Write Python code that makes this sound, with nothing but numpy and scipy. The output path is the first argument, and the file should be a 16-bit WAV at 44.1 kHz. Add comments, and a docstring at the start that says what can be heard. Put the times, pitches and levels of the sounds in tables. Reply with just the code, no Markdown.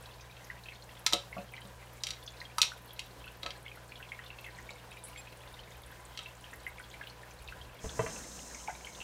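"""A glass outflow pipe in a plastic clamp knocks on the rim of an aquarium; its screw squeaks once.
Knocks are noise cracks and decaying modes kept alive by a loose chatter; the squeak is a harmonic stack.
Nearby a filter trickles: gliding, ringing bubbles and bright ticks of noise. Pumps hum and murmur behind.
Near the end dull bumps on the stand are heard, with a hiss of air and water in the pipe (shaped noise).
Knocks, squeak, trickle and bumps get a short room; hum, murmur and flow are added without it."""
import sys
import numpy as np
from scipy import signal
from scipy.fft import rfft, irfft, next_fast_len
from scipy.io import wavfile

SR = 44100
rng = np.random.default_rng(int(sys.argv[2]) if len(sys.argv) > 2 else 0)


def file_out(sig):
    """Save sig as 16-bit WAV at sys.argv[1]."""
    # one column per channel
    cols = np.atleast_2d(sig).T
    # limit, then scale
    lim = np.clip(cols, -1, 1)
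    pcm = np.round(lim * 32767).astype(np.int16)
    wavfile.write(sys.argv[1], SR, pcm)


N = 398223

# Steady mains hum lines. Each row: pitch in Hz, mean level in dB rms.
HUM_LINES = [(60, -60.5), (179.7, -71.5)]
# Slow course of the background. Each row: time in seconds, mean rumble level in dB,
# mean level of the second hum line in dB rms, murmur level in dB.
ROOM_COURSE = [(0.0, -63.5, -58, -54.5), (4.0, -66, -59, -53.5), (5.33, -66, -59.5, -54),
               (5.76, -59, -60, -53.5), (6.3, -67, -59.5, -54), (6.66, -59, -61.5, -54),
               (7.25, -72, -60.5, -53.5), (7.42, -54, -62, -54.5), (7.66, -57, -59.5, -52.5),
               (7.87, -66, -65, -52.5), (8.02, -61, -65, -44.5), (8.35, -67, -69, -52.5),
               (8.65, -64, -67, -51.5), (9.03, -59, -66, -52.5)]
# Spectrum of the murmur of pumps and air. Each row: frequency in Hz, relative level per Hz in dB.
MURMUR_SPECTRUM = [(76, -50), (130, -8), (225, -14), (430, -11), (495, -8.5), (822, -10), (986, -11),
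                   (1310, -14), (1600, -11.5), (2050, -16.5), (3470, -19), (4890, -22), (12200, -27),
                   (15500, -28.5), (16500, -50)]
# Cabinet resonances in the murmur. Each row: centre in Hz, width in Hz, lift in dB.
CABINET_RESONANCES = [(498, 20, 4), (999, 40, 7)]
# Course of the flow in the pipe. Each row: time in seconds, hiss level in dB, low churning level in dB.
FLOW_COURSE = [(7.78, -71, -70), (7.838, -51.5, -64), (8.002, -48.5, -53.5), (8.566, -51, -62.5),
               (8.75, -55.5, -71), (9.03, -55, -74)]
# Spectrum of the hiss in the pipe. Each row: frequency in Hz, relative level per Hz in dB.
HISS_SPECTRUM = [(2060, -46), (3500, -17), (4020, -3), (4560, -8.5), (5210, 1.5), (5960, 0.5), (6340, 5),
                 (9130, -4), (10100, -15), (11000, -13.5), (15500, -20), (17000, -50)]

# Bumps on the stand. Each row: start in seconds, relative strength in dB, loudest frequency in Hz,
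# fall away from there in dB per octave, extra for the large panel (second colour point) in dB.
STAND_BUMPS = [(7.841, -33, 150, 5, -10), (7.856, -33, 70, 4.5, -12), (7.992, -27.5, 710, 5.5, 8.5),
               (8.036, -36, 440, 22, 8), (8.062, -36, 1700, 4.5, 4)]
# Modes of the stand. Each row: nominal pitch in Hz, relative level in dB, 60 dB decay in seconds.
STAND_MODES = [(69, 6, 0.26), (117, 4.5, 0.2), (176.5, -1.5, 0.18), (444, 6, 0.064), (650, 2.5, 0.12),
               (985, 5, 0.055), (1150, 0, 0.056), (1565, 1, 0.057), (1710, -2.5, 0.043), (1974, 5, 0.031),
               (2360, 0, 0.038), (2670, -2.5, 0.061), (3110, -9, 0.056)]
# Points where the colour of a stand bump is set, in Hz.
STAND_COLOUR_HZ = [70, 120, 190, 440, 670, 1000, 2200]
# Thuds on the tank wall. Each row: start in seconds, relative strength in dB, loudest frequency in Hz,
# fall away from there in dB per octave, extra at the second colour point in dB.
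TANK_THUDS = [(1.133, -32, 590, 7.9, 1.5), (1.365, -38.5, 800, 2.5, -26), (1.384, -41.5, 200, 3.5, -21),
              (1.65, -48, 200, 6, -16), (3.429, -48, 590, 9, 1), (3.457, -44, 590, 7, -3),
              (3.489, -59, 1100, 2.5, -9), (4.704, -48.5, 1100, 4.5, -8)]
# Modes of the tank wall. Each row: nominal pitch in Hz, relative level in dB, 60 dB decay in seconds.
TANK_MODES = [(196, 4, 0.089), (335, 3.5, 0.073), (490, -3.5, 0.11), (562.5, -1.5, 0.16), (637, -2, 0.081),
              (705, 0, 0.058), (1100, 2, 0.046), (1130, 4.5, 0.056), (1395, -5.5, 0.11)]
# Points where the colour of a tank thud is set, in Hz.
TANK_COLOUR_HZ = [200, 320, 590, 1100]

# Clearest ticks of bursting spray. Each row: start in seconds, relative level in dB,
# centre in Hz, 60 dB decay in seconds.
SPRAY_TICKS = [(0.208, -42, 6000, 0.09), (0.443, -40.5, 6000, 0.045), (0.9926, -43, 11600, 0.05),
               (2.2633, -35, 5870, 0.05), (2.9322, -40.5, 12600, 0.05), (4.704, -41.5, 7320, 0.045),
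               (5.0382, -34.5, 9900, 0.17), (5.8621, -43.5, 10100, 0.05), (6.0521, -39, 8740, 0.035),
               (7.3083, -40, 6400, 0.041), (8.546, -29.5, 6500, 0.05), (8.7094, -40, 6300, 0.05)]
# Clearest bubbles of the trickle. Each row: start in seconds, relative level in dB, starting pitch in Hz.
CLEAR_BUBBLES = [(0.0582, -44, 3840), (0.2417, -44, 1680), (0.3674, -41.5, 2660), (0.5005, -31.5, 1930),
                 (0.6366, -43, 4090), (0.658, -40, 2580), (0.6856, -33, 2580), (0.7214, -40, 2200),
                 (0.8226, -42.5, 4180), (0.9093, -44, 3350), (0.9712, -41.5, 3400), (1.3276, -33.5, 2140),
                 (1.381, -37.5, 2570), (1.5374, -33, 2280), (1.566, -40, 3010), (1.5791, -36, 2000),
                 (1.6169, -41, 3100), (2.2271, -40, 3550), (2.2767, -31.5, 3400), (2.3693, -42, 3800),
                 (2.4028, -37, 4110), (2.4151, -32.5, 1870), (2.452, -39, 3200), (2.604, -33, 2570),
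                 (2.7183, -33.5, 1450), (2.9065, -40, 3350), (3.2418, -38, 2610), (3.2687, -41, 1490),
                 (3.2778, -35, 2640), (3.5524, -41, 1630), (3.6624, -33.5, 2190), (3.6807, -37, 2980),
                 (3.7149, -37.5, 2420), (3.773, -42.5, 1400), (3.9205, -34.5, 2420), (3.9563, -36.5, 3360),
                 (4.0017, -37.5, 1520), (4.0265, -35.5, 2640), (4.089, -44, 3430), (4.1187, -30, 2160),
                 (4.1905, -35.5, 1860), (4.192, -44, 2720), (4.1925, -40, 1600), (4.2384, -44, 3450),
                 (4.2615, -38, 3500), (4.303, -35, 2690), (4.3856, -37, 2620), (4.4436, -34, 2580),
                 (4.4632, -35, 2090), (4.4857, -37.5, 1880), (4.5868, -37, 1900), (4.6905, -32.5, 2240),
                 (4.7054, -39, 3830), (4.7595, -45, 2200), (4.9162, -37, 2560), (4.9705, -37, 2380),
                 (5.0846, -43, 2220), (5.1603, -35, 2180), (5.174, -38, 3300), (5.2722, -37, 2520),
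                 (5.4756, -41.5, 3520), (5.54, -43, 3650), (5.5913, -38.5, 3010), (5.6345, -45, 3670),
                 (5.7198, -45.5, 3610), (5.835, -43, 3500), (5.9034, -43, 1700), (5.9232, -41, 1550),
                 (6.2591, -32, 2640), (6.4416, -39, 2980), (6.5312, -32.5, 1850), (6.6655, -26.5, 2010),
                 (6.7826, -39, 2220), (6.7986, -35.5, 1490), (6.8391, -42, 3300), (6.9133, -42, 3480),
                 (6.94, -36.5, 2320), (7.0118, -31, 1690), (7.0367, -40, 2700), (7.071, -33, 3000),
                 (7.0979, -43, 4320), (7.2319, -39, 1770), (7.4763, -38.5, 3630), (7.4856, -35.5, 2600),
                 (7.5235, -34.5, 1535), (7.6137, -39.5, 3200), (7.8926, -34, 3450), (7.8965, -40, 1540),
                 (8.1609, -39, 2640), (8.3902, -38.5, 2810), (8.5111, -41.5, 1680), (8.5464, -38.5, 2244),
                 (8.5987, -45, 3040), (8.676, -33.5, 2250), (8.6825, -25, 852), (8.69, -33.5, 1455),
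                 (8.7, -38, 2020), (8.7517, -41.5, 2250), (8.8075, -42, 2170), (8.8463, -35, 3020),
                 (8.8695, -33, 2200), (8.9489, -38.5, 3550), (9.003, -34.5, 2710), (9.0147, -32, 2700)]
# Partials of the screw's squeak. Each row: multiple of the pitch, peak level in dB.
SQUEAK_PARTIALS = [(1, -53), (2, -68), (3, -51), (4, -60), (5, -67)]
# Clamp and pipe against the glass. Each row: start in seconds, relative strength in dB, low body in dB
# re strength, ring of the pipe in dB re strength, fall of the treble in dB per octave.
CLAMP_KNOCKS = [(1.064, -19.5, -6, -3, 10), (1.1252, -30.5, 6, 4, 11), (1.1332, -16.5, -22, -11.5, 13),
                (2.0355, -27.5, -22, -4.5, 13.5), (2.0686, -30.5, -25, -9, 12),
                (2.0878, -36.5, -10, -12, 13), (2.1055, -29.5, -23, -8.5, 14.5), (2.135, -45, -7, -15, 21),
                (2.583, -29.5, 8.5, -4.5, 5.5), (2.6166, -16.5, -18, -3, 10), (2.6293, -21, -16.5, -16, 14),
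                (2.65, -44, -6, -1.5, 9), (2.9928, -29.5, -35, -12, 15), (3.4316, -32.5, -12, -18, 21),
                (3.462, -31.5, -0.5, -14.5, 21), (3.5054, -34.5, -21, -12, 21), (6.1745, -33, -18, -13, 19),
                (6.19, -32.5, -14.5, -17, 20.5)]
# Modes of clamp and pipe. Each row: nominal pitch in Hz, relative level in dB, 60 dB decay in seconds.
CLAMP_MODES = [(967, 3, 0.037), (1293, 1, 0.1), (2174, -5, 0.036), (2590, -6.5, 0.033), (2730, -9.5, 0.027),
               (3050, 5, 0.018), (3860, 4.5, 0.028), (4200, -20, 0.041), (4600, 0, 0.014),
               (4850, -6.5, .04), (5720, 12.5, 0.025), (6630, -0.5, 0.047), (7430, 5, 0.04),
               (8300, 6, 0.028), (8900, -2, 0.025), (10200, -15, 0.053), (11900, -14.5, 0.031),
               (12100, -4, 0.036)]
# Points where the colour of a knock is set, in Hz: body, middle, peak, pipe, then two in the treble.
KNOCK_COLOUR_HZ = [1100, 2500, 3900, 5800, 8500, 12500]

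SECOND_HUM_HZ, RUMBLE_WANDER_DB = 119.6, 2
# Cycles to fall 60 dB at 2 kHz; higher bubbles ring more cycles (power of pitch).
CYCLES_AT_2K, CYCLES_FOLLOW_PITCH = 48.8, 0.71
SQUEAK_S, SQUEAK_LENGTH_S, SQUEAK_HZ = 5.172, 0.038, 2504
# Knock level between body and peak; 60 dB decay of the loose parts' chatter.
KNOCK_MIDDLE_DB, RATTLE_T60_S = -3.5, 0.21
ECHO_S, ECHO_DB, ROOM_T60_S, ROOM_DB = .0068, -12.5, 0.24, -11.5
CUTOFF_HZ = 16700


def amp(db):
    """Decibels to gain."""
    return 10 ** (np.asarray(db) / 20)


def rms_one(x):
    """Scale to unit rms."""
    return x / np.sqrt(np.mean(x ** 2) + 1e-20)


def in_time(rows):
    """Columns of a course, drawn as straight lines with one value per sample."""
    s, *columns = np.transpose(rows)
    return [np.interp(np.arange(N) / SR, s, c) for c in columns]


def drift(rate_hz):
    """Slow random wander of spread 1: low-passed noise, drawn every 40 samples."""
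    pole = np.exp(-2 * np.pi * rate_hz * 40 / SR)
    draws = rng.standard_normal(N // 40 + 2002)
    slow = signal.lfilter([1], [1, -2 * pole, pole * pole], draws)[2000:]   # settled part
    return np.interp(np.arange(N) / 40, np.arange(len(slow)), rms_one(slow))


def coloured(spectrum, patchy_db, peaks=()):
    """Noise with a spectrum and resonances; octaves flicker partly together, partly alone; rms 1."""
    size = next_fast_len(N, True)
    hz = np.fft.rfftfreq(size, 1 / SR) + 1   # keeps the logarithm finite
    points_hz, points_db = np.transpose(spectrum)
    gain = amp(np.interp(np.log(hz), np.log(points_hz), points_db, left=-90, right=-90))
    for centre_hz, width_hz, peak_db in peaks:
        gain = gain * amp(peak_db / (1 + (2 * (hz - centre_hz) / width_hz) ** 2))
    shaped = rfft(rng.standard_normal(size)) * gain
    together = drift(5.5)
    octave = np.log2(hz / 125)
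    total = np.zeros(N)
    for k in range(8):
        overlap = np.clip(1 - abs(octave - k), 0, 1)
        band = irfft(shaped * overlap, size)[:N]
        total += band * amp(patchy_db * (0.46 * together + drift(24)))
    return rms_one(total)


def add(out, s, sound):
    """Mix a short sound in at s seconds."""
    i = round(s * SR)
    out[i:i + len(sound)] += sound[:max(N - i, 0)]


def ringing(hz, t60, rise_s, glide=0, size=8192):
    """Decaying sines, one row per mode, with a soft start; glide lifts the pitch as they die."""
    t = np.arange(size) / SR
    hz, t60 = np.reshape(hz, (-1, 1)), np.reshape(t60, (-1, 1))
    envelope = (1 - np.exp(-t / rise_s)) * amp(-60 * t / t60)
    return envelope * np.sin(2 * np.pi * hz * t * (1 + glide * t / t60))


def burst(band_hz, band_db, t60, rise_s, size=8192):
    """Coloured noise that starts quickly and dies."""
    hz, t = np.fft.rfftfreq(size, 1 / SR) + 1, np.arange(size) / SR
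    edges_hz = [band_hz[0] / 1.6, *band_hz, band_hz[-1] * 1.4]
    colour_db = np.interp(np.log(hz), np.log(edges_hz), [-90, *band_db, -90])
    noise = irfft(rfft(rng.standard_normal(size)) * amp(colour_db))
    return noise * (1 - np.exp(-t / rise_s)) * amp(-60 * t / t60)


def strike(modes, band_hz, band_db, rise_s, size=8192):
    """One blow on a body: given colour, with chance in the strength, sign and pitch of each mode."""
    hz, level_db, t60 = np.transpose(modes)
    strength_luck, sign_luck, pitch_luck = rng.standard_normal((3, len(hz)))
    colour_db = np.interp(np.log(hz), np.log(band_hz), band_db)
    rings = ringing(hz * (1 + .008 * pitch_luck), t60, rise_s, size=size)
    gains = amp(level_db + colour_db + 1.5 * strength_luck) * np.sign(sign_luck)
    return gains @ rings


def background():
    """Mains hum as wandering sines, low rumble as band noise, murmur of pumps and air as coloured noise."""
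    rumble_db, second_db, murmur_db = in_time(ROOM_COURSE)
    t = np.arange(N) / SR
    hum = np.zeros(N)
    for hz, level_db in [*HUM_LINES, (SECOND_HUM_HZ, second_db)]:
        hum += np.sqrt(2) * amp(level_db + .5 * drift(2.6)) * np.sin(2 * np.pi * hz * t)
    band = signal.butter(2, [39, 72], "band", fs=SR, output="sos")
    rumble = rms_one(signal.sosfilt(band, rng.standard_normal(N)))
    rumble = amp(rumble_db + RUMBLE_WANDER_DB * drift(1.2)) * rumble
    noise = coloured(MURMUR_SPECTRUM, 1.33, CABINET_RESONANCES)
    low = signal.sosfiltfilt(signal.butter(1, 2000, fs=SR, output="sos"), noise)
    murmur = amp(murmur_db) * low + amp(-56.5) * (noise - low)   # the treble does not follow the course
    return hum + rumble + murmur


def flow():
    """Air and water in the pipe: bright hiss and low churning noise, silent before the first row."""
    fade_in = np.clip((np.arange(N) / SR - FLOW_COURSE[0][0]) / .03, 0, 1)
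    hiss_db, churning_db = in_time(FLOW_COURSE)
    band = signal.butter(2, [150, 300], "band", fs=SR, output="sos")
    churning = amp(churning_db) * rms_one(signal.sosfilt(band, rng.standard_normal(N)))
    hiss = amp(hiss_db) * coloured(HISS_SPECTRUM, 1.5, [(6200, 400, 3)])
    return fade_in * (hiss + churning)


def bumps(blows, modes, band_hz, ring_db, scuff_db):
    """Dull blows on a large body: its modes ring softly under a scuff of noise."""
    out = np.zeros(N)
    for s, strength_db, loudest_hz, fall_db, panel_db in blows:
        band_db = strength_db - fall_db * abs(np.log2(np.array(band_hz) / loudest_hz))
        band_db[1] += panel_db
        add(out, s, amp(ring_db) * strike(modes, band_hz, band_db, .0015))
        add(out, s, amp(scuff_db) * burst(band_hz, band_db, .12, .003))
    return out


def ticks(faint_db):
    """Bursting spray: bright noise that dies quickly; faint, shorter ticks come at random."""
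    out = np.zeros(N)
    faint = [(u * N / SR, faint_db - 8 * v, 6000 + 8000 * w, .022) for u, v, w in rng.random((120, 3))]
    for s, level_db, hz, t60 in [*SPRAY_TICKS, *faint]:
        size = 4096 if t60 > .04 else 1024
        tick = burst([hz / 1.28, hz, hz * 1.125], [-5, 0, -5], t60, 0.00021, size=size)
        add(out, s, amp(level_db) * tick)
    return out


def bubbles(faint_per_s, faint_db, spray_db):
    """Each drop traps a ringing bubble, a neighbour and a puff of spray; faint ones come at random."""
    out, rise_s = np.zeros(N), .0007
    faint = []
    for when, level, pitch, chance in rng.random((500, 4)):   # about 55 candidates a second
        if chance < faint_per_s / 55:
            faint.append((when * N / SR, faint_db + 9 * (level - 1), 1900 * 2.3 ** pitch))
    for s, level_db, hz in [*CLEAR_BUBBLES, *faint]:
        u, v, w = rng.random(3)
        cycles = CYCLES_AT_2K * (hz / 2000) ** CYCLES_FOLLOW_PITCH
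        bubble = ringing(hz, cycles / hz, rise_s, 0.031, size=2048)[0]
        add(out, s, amp(level_db) * bubble)
        neighbour = ringing(hz * (0.731 + 0.554 * u), 35 / hz, rise_s, 0.094, size=2048)[0]
        add(out, s + .012 * v, amp(level_db - 5.5 - 4.5 * w) * neighbour)
        spray = burst([hz / 1.47, hz, hz * 1.63], [-15, 0, -15], 0.044, rise_s, size=2048)
        add(out, s, amp(level_db + spray_db) * spray)
    return out


def squeak():
    """Regular stick-slip of the thread: a steady harmonic stack under a rounded envelope."""
    out, t = np.zeros(N), np.arange(round(SQUEAK_LENGTH_S * SR)) / SR
    stack = sum(amp(db) * np.sin(2 * np.pi * k * SQUEAK_HZ * t) for k, db in SQUEAK_PARTIALS)
    add(out, SQUEAK_S, stack * np.sin(np.pi * t / SQUEAK_LENGTH_S) ** 0.38)
    return out


def knocks():
    """Hard plastic and glass: a short crack, the modes, and a loose chatter that keeps exciting them."""
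    out, t = np.zeros(N), np.arange(8192) / SR
    octaves_up = np.log2(np.array(KNOCK_COLOUR_HZ[4:]) / KNOCK_COLOUR_HZ[2])
    for s, strength_db, body_db, pipe_db, fall_db in CLAMP_KNOCKS:
        band_db = list(strength_db + np.r_[body_db, KNOCK_MIDDLE_DB, 0, pipe_db, -fall_db * octaves_up])
        contacts = rng.random(len(t)) < .04   # sparse random clicks
        chatter = rng.standard_normal(len(t)) * contacts * amp(-27.5 - 60 * t / RATTLE_T60_S)
        chatter[0] = 1   # the blow itself
        ring = strike(CLAMP_MODES, KNOCK_COLOUR_HZ, band_db, 0.00012, size=4096)
        add(out, s, amp(-10.0) * signal.fftconvolve(ring, chatter)[:len(t)])
        crack_hz, crack_db = [*KNOCK_COLOUR_HZ, 15500], [*band_db, band_db[-1] - 10]
        add(out, s, amp(9.5) * burst(crack_hz, crack_db, 0.027, 0.00022, size=2048))
        add(out, s, amp(-12) * burst(KNOCK_COLOUR_HZ, band_db, RATTLE_T60_S, 0.002))   # noisy tail
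    return out


def room(x):
    """Direct sound, one echo off the near wall, then a tail of dying noise, duller than the source."""
    t = np.arange(SR // 2) / SR
    tail = rng.standard_normal(len(t)) * amp(-60 * t / ROOM_T60_S) * (1 - np.exp(-t / 0.00059))
    tail = signal.lfilter(*signal.butter(1, [300, 7000], "band", fs=SR), tail)
    response = amp(ROOM_DB) * tail / np.sqrt(np.sum(tail ** 2))
    response[0] = 1
    response[round(ECHO_S * SR)] += amp(ECHO_DB)
    return signal.fftconvolve(x, response)[:N]


def scene():
    """Near sounds through the room, over the background and the flow."""
    water = bubbles(faint_per_s=40, faint_db=-46, spray_db=4) + ticks(faint_db=-40.5)
    tank = bumps(TANK_THUDS, TANK_MODES, TANK_COLOUR_HZ, ring_db=1.0, scuff_db=12.5)
    stand = bumps(STAND_BUMPS, STAND_MODES, STAND_COLOUR_HZ, ring_db=-1.0, scuff_db=7)
    near = water + knocks() + tank + stand + squeak()
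    return (room(near) + background() + flow())[None]


def record(dry):
    """One microphone channel, its top cut by a steep low-pass."""
    return signal.sosfilt(signal.cheby2(14, 60, CUTOFF_HZ, fs=SR, output="sos"), dry)


dry = scene()
out = record(dry)
file_out(out)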